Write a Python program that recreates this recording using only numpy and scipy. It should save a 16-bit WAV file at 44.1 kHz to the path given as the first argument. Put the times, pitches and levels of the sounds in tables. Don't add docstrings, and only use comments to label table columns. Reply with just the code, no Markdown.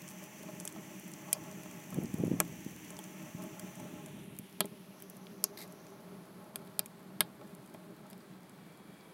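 import sys
import numpy as np
from scipy import signal
from scipy.fft import rfft, irfft, next_fast_len
from scipy.io import wavfile
from scipy.ndimage import uniform_filter1d, map_coordinates

SR = 44100
rng = np.random.default_rng(int(sys.argv[2]) if len(sys.argv) > 2 else 0)


def store_wav(level_fs):
    pcm = np.round(np.clip(np.atleast_2d(level_fs), -1, 1) * 32767)
    wavfile.write(sys.argv[1], SR, pcm.T.astype(np.int16))


N = 402890
SAMPLES_PER_MS = SR / 1000

# frequency in Hz, width in Hz, level in dB.
AIR_MODES = [(185.9, 19, 3.5), (317.4, 20.7, -7), (398.5, 17, -3), (615.7, 46, -1.5), (838, 31.5, -6),
             (1059, 54, -12), (1293, 46, -16)]
# time in seconds, place (0 in the feed mouth, 1 above it,
# 2 beside the barrel, 3 over the chimney, 4 at its far rim).
MIC_PATH = [(0, 0), (3.65, .1), (4.0, .45), (4.3, 1), (4.55, 1.45), (5.0, 1.8), (5.8, 2.05), (6.4, 2.6),
            (6.9, 3), (8.1, 3.05), (8.6, 3.7), (9.14, 4)]


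def amp(db):
    return 10 ** (np.asarray(db) / 20)


def unit(x):
    return x / np.sqrt(np.mean(x ** 2) + 1e-20)


def burst(x):
    return x * np.sqrt(SAMPLES_PER_MS / (np.sum(x ** 2) + 1e-20))


def curves(rows):
    times, *columns = np.transpose(rows)
    return [np.interp(np.arange(N) / SR, times, column) for column in columns]


def wobble(rate):
    grid = np.arange(0, N, SAMPLES_PER_MS)
    knots = rng.standard_normal(int(N * rate / SR) + 4)
    return np.interp(np.arange(N), grid, map_coordinates(knots, [grid * rate / SR]))


def filtered(x, response):
    size = next_fast_len(len(x) + 8192)
    return irfft(rfft(x, size) * response(np.fft.rfftfreq(size, 1 / SR)), size)[:len(x)]


def coloured(x, spectrum):
    points_hz, db = np.transpose(spectrum)
    return filtered(x, lambda hz: amp(np.interp(np.log(hz + 1), np.log(points_hz), db)))


def rush(spectrum):
    return unit(coloured(rng.standard_normal(N), spectrum))


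def band(x, lo_hz, hi_hz, order=2):
    edges_hz = [lo_hz, min(hi_hz, SR / 2 - 100)]
    return signal.sosfilt(signal.butter(order, edges_hz, 'band', fs=SR, output='sos'), x)


def ring(x, modes):
    return filtered(x, lambda f: sum(amp(db) * 1j * f * width / (hz * hz - f * f + 1j * f * width)
                                     for hz, width, db in modes))


def favouring(modes, pitch_hz, db_per_octave=11):
    return [(hz, width, db - db_per_octave * abs(np.log2(hz / pitch_hz))) for hz, width, db in modes]


def add(track, start, sound):
    part = track[max(0, round(start * SR)):][:len(sound)]
    part += sound[:len(part)]


def fracture(tear_s, scatter_db, scatter_t60, tail_db, tail_t60):
    t = np.arange(SR // 8) / SR
    tear = np.exp(-(t / tear_s) ** 2)
    scatter = amp(scatter_db - 60 * t / scatter_t60)
    tail = amp(tail_db - 60 * t / tail_t60)
    envelope = np.sqrt(tear ** 2 + scatter ** 2 + tail ** 2)
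    spectrum = rfft(envelope * rng.choice([-1, 1], len(t)))
    flattened = spectrum / np.sqrt(uniform_filter1d(abs(spectrum) ** 2, size=200))
    fade = np.minimum(1, 2 * (1 - t / t[-1]))
    return irfft(flattened, len(t)) * fade


def open_air(level_db):
    # frequency in Hz, level in dB.
    spectrum = [(40, -6), (100, -10), (300, 6), (480, 2.5), (750, 0.5), (1100, -1), (1500, -6.5),
                (2200, -13), (4000, -39), (10000, -52)]
    return amp(level_db + 0.47 * wobble(14)) * rush(spectrum)


def gust_strength():
    # start in seconds, hold in seconds, level in dB.
    gusts = [(1.949, 0.041, -36), (2.183, 0.15, -35.5), (2.41, 0.098, -45), (2.668, 0.038, -46.5),
             (3.34, 0.04, -71), (4.12, 0.19, -51)]
    rise_db_per_s, fall_db_per_s = 450, 100
    t = np.arange(N) / SR
    return np.max([db - rise_db_per_s * np.maximum(start - t, 0)
                   - fall_db_per_s * np.maximum(t - start - hold, 0)
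                   for start, hold, db in gusts], axis=0)


def wind(gust_db):
    # frequency in Hz, level in dB.
    spectrum = [(10, -40), (50, 0), (90, 2.5), (160, 6.5), (300, -1.5), (450, -12.5), (700, -18.5),
                (1500, -37)]
    # time in seconds, relative peak in dB, centre in Hz.
    eddies = [(1.9835, -47, 560), (1.987, -21.5, 276), (2.048, -26, 210), (2.143, -23, 191),
              (2.184, -38, 480), (2.201, -25.5, 192), (2.238, -18, 310), (2.28, -23.5, 264),
              (2.316, -17.5, 244), (2.339, -24.5, 243), (2.665, -29, 220), (3.35, -29, 162),
              (4.396, -35, 197)]
    lumps = amp(1.8 * wobble(45))
    out = amp(gust_db) * lumps * rush(spectrum)
    t = np.arange(-SR // 50, SR // 50) / SR
    for when, db, hz in eddies:
        swing = np.sin(2 * np.pi * hz * t + rng.uniform(0, 2 * np.pi))
        eddy = swing / (1 + (t * hz / 0.43) ** 2) ** 1.4
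        add(out, when + t[0], amp(db + 1.5) * eddy)
    return band(out, 115, 1800)


def scrunch():
    # start in seconds, level in dB, time to fall 60 dB in seconds.
    slips = [(5.5736, -46, 0.039), (5.578, -55, .05), (5.587, -48, 0.075), (5.597, -57, .05),
             (5.604, -50, .06), (5.6148, -47, 0.057), (5.624, -49, 0.05), (5.634, -55.5, .1)]
    # frequency in Hz, level in dB.
    fizz = [(800, -19), (1500, -11), (3000, -7), (4400, -1), (6500, -5), (9000, -1), (12800, 4),
            (16000, -16)]
    # frequency in Hz, width in Hz, level in dB.
    grit_modes = [(2070, 320, 1), (3950, 400, -2), (4650, 350, -7)]
    out = np.zeros(N)
    t = np.arange(SR // 6) / SR
    for start, db, t60 in slips:
        grains = rng.choice([-1, 1], len(t)) * (rng.random(len(t)) < .3)
        shower = unit(coloured(grains, fizz)) + amp(-2) * unit(ring(grains, grit_modes))
        add(out, start, amp(db - 60 * t / t60) * shower)
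    return out


def sliding_band(rows, width_hz):
    centre_hz, db = curves(rows)
    a, b = (filtered(rng.standard_normal(N), lambda hz: 1 / (1 + (hz / width_hz) ** 2))
            for _ in range(2))
    phase = 2 * np.pi * np.cumsum(centre_hz) / SR
    sputter = amp(wobble(9) + 2.5 * wobble(110))
    return amp(db) * unit(sputter * (a * np.cos(phase) + b * np.sin(phase)))


def hiss(level_db, chimney_db):
    # frequency in Hz, level in dB.
    in_mouth = [(300, -58), (800, 4.5), (1400, -4), (1750, 6.5), (2650, 6), (3300, 1), (3900, -10.5),
                (4500, -5), (5100, -8), (6000, 7), (6700, 0.5), (7400, 1.5), (8100, -4.5), (16000, -3)]
    above_mouth = [(300, -58), (800, 1.5), (1500, -4), (2700, 0), (3500, -2.5), (4200, -11), (4800, -17),
                   (6000, -16), (8000, -14), (9700, -7), (11400, -15), (13000, -11), (16000, -22)]
    beside_barrel = [(500, -31), (1500, 2), (2100, 5.5), (3300, 2), (4300, 2), (5200, 0.5), (6000, 0),
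                     (6800, -3.5), (8200, -8), (11200, 2.5), (12500, 0), (14000, -4), (16000, -3.5)]
    over_chimney = [(500, -35), (1500, 15.5), (2800, 10), (4400, 9.5), (5400, 4), (7000, 3), (9500, 5.5),
                    (11600, 3.5), (13000, 2.5), (16000, 2)]
    # frequency in Hz, width in Hz, level in dB.
    chimney_modes = [(2310, 55, 5), (3300, 90, -1), (4630, 200, -24)]
    # time in seconds, centre in Hz, level in dB.
    lower_band = [(4.7, 5580, -102), (5.0, 5930, -70), (5.3, 6080, -74), (5.9, 5960, -72.5),
                  (6.2, 6350, -90), (6.6, 6250, -105)]
    upper_band = [(3.7, 11500, -91), (4.3, 11000, -70), (4.8, 11200, -74), (5.25, 11000, -76),
                  (5.8, 10500, -82), (6.3, 10800, -73), (6.9, 11750, -77), (7.8, 11350, -76),
                  (8.4, 11400, -86), (9.14, 10900, -74)]
    colours = [in_mouth, above_mouth, beside_barrel, over_chimney]
    place = np.minimum(curves(MIC_PATH)[0], len(colours) - 1)
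    gas = np.zeros(N)
    for k, spectrum in enumerate(colours):
        nearness = np.maximum(1 - abs(place - k), 0)
        gas += np.sqrt(nearness) * rush(spectrum)
    hollow = amp(chimney_db) * unit(band(ring(rng.standard_normal(N), chimney_modes), 2000, 5000))
    gas *= amp(level_db + 0.56 * wobble(25))
    return gas + hollow + sliding_band(lower_band, width_hz=450) + sliding_band(upper_band, width_hz=700)


def sizzle(hiss_db, bursts_per_s=97, spread_db=11, t60=0.014):
    onsets = rng.random(N) < bursts_per_s / SR
    sizes = amp(spread_db * np.clip(rng.standard_normal(N), -2, 2))
    decay = amp(-60 * np.arange(SR // 50) / SR / t60)
    spray = signal.fftconvolve(onsets * sizes, decay)[:N] * rng.standard_normal(N)
    return amp(hiss_db - 12.5) * unit(band(spray, 4300, 20000))


def puffs(small_db, small_count=16, spread_db=2):
    # start in seconds, relative level in dB, thud against knock in dB.
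    large = [(0.487, -34.5, 0), (0.651, -37, -11), (0.785, -42, 13), (1.286, -37, -9), (2.903, -43, 8),
             (2.989, -36, -10), (3.221, -43, -1), (3.798, -38.5, -10), (4.644, -33.5, 6.5), (7.413, -39, 1)]
    small = [(when * N / SR, small_db[int(when * N)] + spread_db * size, -10)
             for when, size in rng.random((small_count, 2))]
    out = np.zeros(N)
    for start, db, thud_db in list(large) + small:
        flare = fracture(.0013, -6, .03, -35, .08)
        knock = burst(band(ring(flare, AIR_MODES), 347, 1400)) + amp(-9) * burst(band(flare, 370, 2600))
        thud = band(ring(flare, AIR_MODES[:3]), 130, 480)
        add(out, start, amp(db - 0.5) * (burst(knock) + amp(thud_db) * burst(thud)))
    return out


def draught(low_db, upper_db, lead_db, rumble_db, gust_db):
    # frequency in Hz, level in dB.
    rumble = [(20, -37), (45, -32), (70, -16), (100, -9.5), (140, 3.5), (230, -0.5), (340, -11.5),
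              (470, -25), (800, -31), (2000, -62)]
    flutter = wobble(12)
    first, second, third = (ring(rng.standard_normal(N), [mode]) for mode in AIR_MODES[:3])
    pipe = band(first + amp(lead_db / 2) * second + amp(-lead_db / 2) * third, 89, 1900)
    low = unit(pipe) + amp(rumble_db) * rush(rumble)
    low = unit(band(low, 33, 454, order=4))
    upper = unit(band(ring(rng.standard_normal(N), AIR_MODES[3:]), 560, 1500, order=3))
    flicker = amp(1.2 * flutter + 2.2 * wobble(40))
    surges = unit(amp(1.3 * flutter + 1.9 * wobble(26)))
    upper_gain = np.hypot(amp(upper_db), amp(gust_db - 31))
    return amp(low_db) * surges * low + upper_gain * flicker * upper


def tick(centre_hz, knock_db, modes):
    split = fracture(.0006, -9, .02, -27, .045)
    struck = [(hz * rng.uniform(.96, 1.04), width * 1.5, db + rng.normal(0, 4))
              for hz, width, db in modes]
    crack = band(split, centre_hz * 0.66, centre_hz * 1.3)
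    return burst(crack) + amp(knock_db) * burst(ring(split, struck))


def crackle(hiss_db, faint_count=50, spread_db=14.5, low_hz=7000, high_hz=12000):
    # start in seconds, relative level in dB, centre in Hz, knock against it in dB.
    clear_ticks = [(0.079, -39.5, 7300, -5), (0.088, -38, 7760, -16), (0.099, -43, 9000, -14),
                   (0.113, -44, 8500, -12), (0.247, -49, 10000, -14), (0.6, -32.5, 8300, -18),
                   (0.608, -39, 9000, -6), (0.6528, -28.5, 9600, -18), (0.6763, -26.5, 8000, -7),
                   (0.725, -41, 8800, -20), (0.997, -41, 11500, -14), (1.079, -43, 10500, -14),
                   (1.117, -42, 10000, -12), (1.137, -37, 7050, -13), (1.712, -43, 7900, -3),
                   (1.905, -40, 10500, -16), (1.944, -36, 10100, -8), (2.036, -40.5, 11500, -16),
                   (2.057, -43, 6500, -12), (2.1406, -39.5, 9500, -16), (2.249, -43, 11500, -16),
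                   (2.905, -37, 8340, -8), (2.968, -41, 6500, -19), (2.99, -36, 9800, -2),
                   (3.04, -39, 7500, -7), (3.438, -41, 11900, -16), (3.5955, -35.5, 9400, -5),
                   (3.755, -41.5, 9500, -14), (3.8, -43, 8500, -14), (4.061, -39, 8650, -6),
                   (4.3883, -31, 11500, -13), (4.6563, -35, 10800, -12), (5.002, -46, 10000, -4),
                   (5.023, -36, 12300, -10.5), (5.099, -36.5, 13200, -16), (5.168, -45, 11500, -19),
                   (5.269, -43, 3000, -15), (5.677, -50, 9500, -14), (5.7235, -45, 9900, -12),
                   (5.867, -49.5, 6500, -1), (6.676, -53.5, 10000, 2), (6.8597, -35, 9800, -8),
                   (7.55, -45, 10500, -14), (7.661, -50, 10000, -10), (7.7417, -48, 12150, -18),
                   (8.101, -43, 12400, -13), (8.109, -48, 11000, -7), (8.179, -52, 11000, -8),
                   (8.206, -62, 5000, 4), (8.4952, -48, 9300, -6), (8.774, -53, 10100, -10),
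                   (9.008, -61, 4700, 6)]
    # frequency in Hz, width in Hz, level in dB.
    cross_modes = [(1703, 110, -1), (2410, 190, 3), (3220, 200, 2), (4440, 220, -8)]
    chimney_ping = [(2250, 110, -15), (3250, 130, 0), (4720, 170, 6)]
    out = np.zeros(N)
    place, = curves(MIC_PATH)
    for start, db, centre_hz, knock_db in clear_ticks:
        modes = chimney_ping if place[round(start * SR)] > 3 else cross_modes
        add(out, start, amp(db - 3.5) * tick(centre_hz, knock_db, modes))
    for when, size, pitch in rng.random((faint_count, 3)):
        i = int(when * N)
        db = hiss_db[i] - 3 + spread_db * size ** 2
        centre_hz = low_hz + (high_hz - low_hz) * pitch
        add(out, i / SR, amp(db) * tick(centre_hz, knock_db=-19, modes=cross_modes))
    return out


def pops(lead_db, linger_t60=0.064):
    # start and tearing time in
    # seconds; levels of tube air, wood, steel, snap # and crack in dB; pitches of wood, steel, snap and crack
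    # in Hz; the crack's tail in dB.
    bursts = [(1.3296, 0.00018, -37, -50, -30, -25.5, -15, 1300, 2550, 5770, 9800, -42),
              (2.4019, 0.001, -20.5, -21.5, -28, -22, -17.5, 1370, 2500, 7000, 10800, -41),
              (4.606, 0.00015, -21.5, -28, -28, -23.5, -18.5, 1500, 2960, 3720, 10260, -48),
              (5.4406, 0.0007, -33, -36.5, -37.5, -21.5, -16.5, 1150, 2470, 5760, 10800, -37),
              (6.558, 0.0014, -38.5, -39, -40.5, -39, -29, 1240, 2740, 4200, 10100, -24),
              (6.7931, 0.00015, -32, -35, -34, -27.5, -18, 1240, 2600, 4370, 10500, -51),
              (7.2067, 0.00044, -26, -21, -23.5, -21.5, -15, 1850, 3400, 4120, 10900, -35),
              (7.7463, .002, -38.5, -48.5, -55, -66, -63, 1300, 2500, 6000, 11500, -28),
              (8.1307, 0.0011, -49, -56, -55, -51, -52, 1900, 3500, 4570, 10000, -25)]
    # frequency in Hz, width in Hz, level in dB.
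    pipe_modes = [(1096, 45, 2), (1284, 96, 2), (1427, 51, -4), (1647, 71, 4), (2167, 78, -2)]
    steel_modes = [(1840, 48, -6), (2436, 104, 11.5), (2734, 47, 9), (3170, 240, 11.5), (3630, 140, -17),
                   (4280, 200, 3)]
    out = np.zeros(N)
    t = np.arange(SR // 8) / SR
    push = np.exp(-t / .0001)
    for (start, tear_s, tube_db, wood_db, steel_db, snap_db, crack_db,
         wood_hz, steel_hz, snap_hz, crack_hz, tail_db) in bursts:
        crack = band(fracture(tear_s, -14, .018, tail_db, .07), crack_hz * .78, crack_hz * 1.26, order=3)
        snap = band(fracture(tear_s, -13, .022, -29, .1), snap_hz * .78, snap_hz * 1.22, order=3)
        knock = band(fracture(tear_s, -9, .025, -22, linger_t60), wood_hz * .65, wood_hz * 2, order=3)
        pipe = band(ring(push, favouring(pipe_modes, wood_hz)), 800, 2800)
        wood = burst(pipe) + amp(-3) * burst(knock)
        steel = ring(fracture(tear_s, -16, .02, -29, linger_t60), favouring(steel_modes, steel_hz))
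        lead = lead_db[round(start * SR)]
        modes = np.array(AIR_MODES[:5])
        modes[:, 2] += [1, lead / 2, 4 - lead / 2, 2, 0]
        scattered = band(fracture(tear_s, 0, .06, -21, .12), 280, 1060)
        hollow = burst(band(ring(push, modes), 130, 1300)) + amp(-7.5) * burst(scattered)
        thump = band(push, 60, 330, order=1)
        for db, part in [(crack_db, crack), (snap_db, snap), (wood_db, wood), (steel_db, steel),
                         (tube_db, hollow), (tube_db - 13.5, thump)]:
            add(out, start, amp(db) * burst(part))
    return out


def scene():
    place_levels = [(-51, -63, -43.5, -55, -63.5, -81, 12, -5.5),
                    (-50.5, -67, -49, -60.5, -77, -97, -1, -4.5),
                    (-53.5, -66.5, -50, -64, -59, -85, -4, -10.5),
                    (-53.5, -64.5, -52, -65.5, -61.5, -82, 0, -6),
                    (-57.5, -84, -57, -65.5, -59.5, -69, 8, -4)]
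    # time in seconds, strength in dB.
    fire_draw = [(0, 2), (0.36, 0.5), (0.76, 5.5), (1.05, -0.5), (1.42, 9), (1.72, 2.5), (2.5, 2),
                 (2.78, -18), (2.94, 3.5), (3.45, 6.5), (3.85, 4), (4.4, -1), (5.15, 0.5), (5.5, 5),
                 (7.1, 1.5), (7.75, 0.5), (8.4, 4), (9.14, 4)]
    place, = curves(MIC_PATH)
    roar_db, upper_db, puff_db, hiss_db, air_db, chimney_db, lead_db, rumble_db = (
        np.interp(place, np.arange(len(place_levels)), column) for column in np.transpose(place_levels))
    draw_db, = curves(fire_draw)
    gust_db = gust_strength()
    flames = draught(roar_db + 0.29 * draw_db, upper_db + draw_db, lead_db, rumble_db, gust_db)
    flames += puffs(puff_db + draw_db)
    wood = hiss(hiss_db, chimney_db) + sizzle(hiss_db) + pops(lead_db) + crackle(hiss_db)
    return (flames + wood + open_air(air_db) + wind(gust_db) + scrunch())[None]


def record(dry):
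    low_cut_hz, top_hz = 55, 15950
    top = lambda hz: 1 / (1 + (hz / top_hz) ** 160)
    response = lambda hz: top(hz) * 1j * hz / (low_cut_hz + 1j * hz)
    return np.array([filtered(channel, response) for channel in dry])


dry = scene()
out = record(dry)
store_wav(out)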